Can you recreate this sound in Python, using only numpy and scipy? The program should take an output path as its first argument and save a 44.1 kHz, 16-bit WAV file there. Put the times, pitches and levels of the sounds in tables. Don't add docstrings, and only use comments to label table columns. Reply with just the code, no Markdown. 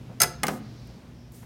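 import sys
import numpy as np
from scipy import signal
from scipy.fft import irfft
from scipy.io import wavfile

SR = 44100
rng = np.random.default_rng(int(sys.argv[2]) if len(sys.argv) > 2 else 0)


def int16_out(signal):
    q = np.round(np.clip(np.atleast_2d(signal).T, -1, 1) * 32767)
    wavfile.write(sys.argv[1], SR, q.astype(np.int16))


N = 63945


def undb(db):
    return 10 ** (np.asarray(db) / 20)


def times():
    return np.arange(N) / SR


def bins():
    return np.arange(N // 2 + 1) * SR / N


def unit(x):
    return x / np.sqrt(np.mean(x ** 2))


def fade(t60):
    return np.exp(-np.log(1000) * times() / max(t60, 1 / SR))


def lookup(points, hz):
    freqs, values = np.array(points, float).T
    return np.interp(np.log(np.maximum(hz, 1)), np.log(freqs), values)


def noise(gain):
    phases = np.exp(2j * np.pi * rng.random(N // 2 + 1))
    return unit(irfft(gain * phases, N))


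def coloured(points):
    return noise(undb(lookup(points, bins())))


def band(hz, octaves):
    distance = np.log2(np.maximum(bins(), 1) / hz)
    return noise(np.exp(-.5 * (distance / octaves) ** 2))


def ring(modes):
    t = times()
    return sum((-1) ** k * undb(db) * fade(t60) * np.sin(2 * np.pi * hz * t)
               for k, (hz, db, t60) in enumerate(modes))


def strike(sound, at, rise_s=0.00028):
    onset = 1 - np.exp(-times() / rise_s)
    return np.concatenate([np.zeros(max(int(at * SR), 0)), sound * onset])[:N]


def ventilation():
    # (frequency [Hz], relative level [dB])
    air_spectrum = [(20, -25.5), (40, -15), (60, 2.5), (90, -3.5), (140, 0), (230, -3.5), (330, -11.5),
                    (600, -17.5), (1200, -26), (2500, -28.5), (5500, -34.5), (8000, -41.5), (16000, -47)]
    # (time [s], level [dB])
    air_level = [(0, -45), (1.0, -45.5), (1.2, -48.5), (1.45, -47.5)]
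    # (frequency [Hz], level [dB])
    motor_tones = [(59.3, -60), (119.8, -48), (239.6, -56)]
    t, waver_db = times(), 3.5
    hum = np.zeros(N)
    for hz, db in motor_tones:
        rms = undb(db + waver_db * band(1.3, octaves=0.94))
        hum += rms * np.sqrt(2) * np.sin(2 * np.pi * (hz * t + rng.random()))
    air_gain = undb(np.interp(t, *np.array(air_level).T))
    return air_gain * coloured(air_spectrum) + hum


def room(x):
    # (frequency [Hz], gain [dB])
    colour = [(100, -7), (300, 4.5), (800, -9), (2000, -14.5), (5000, -15), (9000, -16), (16000, -19)]
    # (frequency [Hz], t60 [s])
    decay_times = [(150, 0.48), (700, 0.41), (2500, 0.62), (6000, 0.33), (10000, 0.12), (16000, 0.2)]
    first_echo_s, build_s = 0.0055, .007
    build = 1 - np.exp(-np.maximum(times() - first_echo_s, 0) / build_s)
    centres = 125 * 2. ** np.arange(8)
    response = np.zeros(N)
    for hz, pick in zip(centres, np.eye(len(centres))):
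        share = lookup(list(zip(centres, pick)), bins())
        echoes = noise(np.sqrt(share) * undb(lookup(colour, bins())))
        tail = echoes * build * fade(lookup(decay_times, hz))
        response += unit(tail) * np.sqrt(share.mean() / N) * undb(lookup(colour, hz))
    return signal.fftconvolve(x, response)[:N]


def swing():
    # (start [s], rise [s], hold [s], fall [s], level [dB], centre [Hz], width [octaves])
    swishes = [(0.091, 0.0087, 0.0088, 0.04, -47, 433, 0.91), (0.457, 0.053, 0.027, 0.071, -50, 8900, 1),
               (0.585, 0.051, 0.26, 0.16, -62, 4630, 0.33), (.82, .2, .05, 0.056, -64, 900, 0.48),
               (1.12, 0.053, 0.052, 0.16, -68, 5370, 0.13), (1.314, 0.032, 0.016, 0.16, -56, 8300, 1)]
    # (time [s], level [dB])
    hinge_ticks = [(.85, -63), (.872, -52), (1.32, -50)]
    out = np.zeros(N)
    for at, rise, hold, fall, db, hz, octaves in swishes:
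        swell = np.interp(times(), at + np.cumsum([0, rise, hold, fall]), [0, 1, 1, 0])
        out += undb(db) * swell * band(hz, octaves)
    for at, db in hinge_ticks:
        out += strike(undb(db) * band(12840, octaves=0.8) * fade(t60=0.021), at)
    return out


def door():
    # (time [s], thud level [dB], edge gain [dB], panel gain [dB], thud t60 [s])
    knocks = [(.433, -25, -14, -12.5, 0.12), (0.4388, -27, 1, -5.5, 0.026),
              (.4828, -22.5, -10, -3.5, 0.053), (.4882, -28.5, -5.5, -8.5, 0.13),
              (1.428, -47.5, -63, -57, 0.068)]
    # (frequency [Hz], relative level [dB])
    thud_spectrum = [(100, -40), (220, -8.5), (500, -5), (850, -10), (1200, -6.5), (1700, -9.5),
                     (2800, -19.5), (6000, -32)]
    # (frequency [Hz], relative level [dB], t60 [s])
    edge_modes = [(727, 0, 0.032), (828, 4, 0.026), (1215, -48, 0.066)]
    # (frequency [Hz], relative level [dB], t60 [s])
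    panel_modes = [(149, -2, .5), (205, -4, .22), (215, -3, .35), (241, 3, .25), (335, -8, .22),
                   (484, -8, .15), (517, -5, .12), (660, -6, .2), (974, -7, .18), (1050, -6, .15),
                   (1206, 6, .08), (1550, 0, .07)]
    out = np.zeros(N)
    for at, thud_db, edge_db, panel_db, t60 in knocks:
        thud = undb(thud_db) * coloured(thud_spectrum) * fade(t60)
        edge = undb(edge_db - 19.5) * ring(edge_modes)
        boom = undb(panel_db - 29) * ring(panel_modes)
        out += strike(thud + edge + boom, at)
    return out


def chatter(depth_db=1.2, rate_hz=592):
    return unit(undb(depth_db * band(rate_hz, octaves=1)))


def bolt_stop():
    # (time [s], snap level [dB], housing gain [dB], snap t60 [s])
    stops = [(.4326, -16, -36, 0.021), (.4348, -34, 3.5, 0.031), (0.4675, -20.5, -17.5, 0.024),
             (0.4819, -18.5, -10, 0.012)]
    # (frequency [Hz], relative level [dB])
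    snap_spectrum = [(300, -63), (2000, 7.5), (3800, -4), (5600, 3.5), (8500, -4), (11500, -12.5),
                     (16000, -2.5)]
    # (frequency [Hz], relative level [dB], t60 [s])
    housing_modes = [(1780, -4, .035), (1911, -8, .06), (2120, -1, .06), (2918, -16, .06), (3332, -8, .035),
                     (8091, -7, .03), (9222, -12, .03), (10430, 1, .022)]
    out = np.zeros(N)
    for at, snap_db, housing_db, t60 in stops:
        snap = undb(snap_db) * coloured(snap_spectrum) * chatter() * fade(t60)
        housing = undb(housing_db - 24.5) * ring(housing_modes)
        out += strike(snap + housing, at)
    return out


def latch():
    # (time [s], clatter gain [dB], steel gain [dB], skin gain [dB], clatter t60 [s])
    clacks = [(.2013, -6, 6, -2, 0.025), (.2058, -12.5, -15.5, 0, 0.012), (.2164, 3.5, 4, 4, 0.037),
              (0.2309, -4.5, -10.5, 3, 0.044), (0.2404, -30, -31, -2.5, 0.016)]
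    # (frequency [Hz], relative level [dB])
    clatter_spectrum = [(300, -23), (1500, -14.5), (3600, -10.5), (4500, -0.5), (5200, 5), (5750, -14),
                        (6400, 4.5), (7200, -7), (9900, 0), (10900, -12.5), (12400, -2.5), (16000, -15.5)]
    # (frequency [Hz], relative level [dB], t60 [s])
    steel_modes = [(4926, -4, .05), (5024, -7, .05), (5153, -7, .04), (5290, -7, .06), (6239, -4, .08),
                   (6393, -1, .3), (8416, -9, .1), (8582, -12, .09), (9120, -15, .16), (9617, -9, .07),
                   (10243, -9, .12)]
    # (frequency [Hz], relative level [dB], t60 [s])
    skin_modes = [(149, -9, .6), (517, -11, .15), (705, -5, .12), (856, -14, .2), (1339, 3, .05),
                  (1420, -3, .05), (1513, -13, .13), (1673, -4, .055), (2012, 1, .06), (2250, -4, .05),
                  (3354, -14, .11)]
    # (frequency [Hz], relative level [dB])
    wash_spectrum = [(150, -43), (400, 3), (900, 2.5), (1400, 1.5), (2200, 1.5), (2900, -4.5),
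                     (5000, -42.5)]
    out = np.zeros(N)
    for at, clatter_db, steel_db, skin_db, t60 in clacks:
        clatter = undb(clatter_db - 8.5) * coloured(clatter_spectrum) * chatter() * fade(t60)
        steel = undb(steel_db - 26) * ring(steel_modes)
        wash = undb(-23.5) * coloured(wash_spectrum) * fade(t60=0.065)
        skin = undb(-26) * ring(skin_modes) + wash
        out += strike(clatter + steel, at, rise_s=0.0012)
        out += strike(undb(skin_db) * skin, at, rise_s=0.0029)
    return out


def scene():
    near = latch()
    farther = bolt_stop() + door()
    echoes = room(undb(-1.5) * near + farther)
    return (near + farther + echoes + swing() + ventilation())[None]


def record(dry):
    top_hz = 15900
    return signal.sosfilt(signal.ellip(8, .2, 70, top_hz, fs=SR, output="sos"), dry)


dry = scene()
out = record(dry)
int16_out(out)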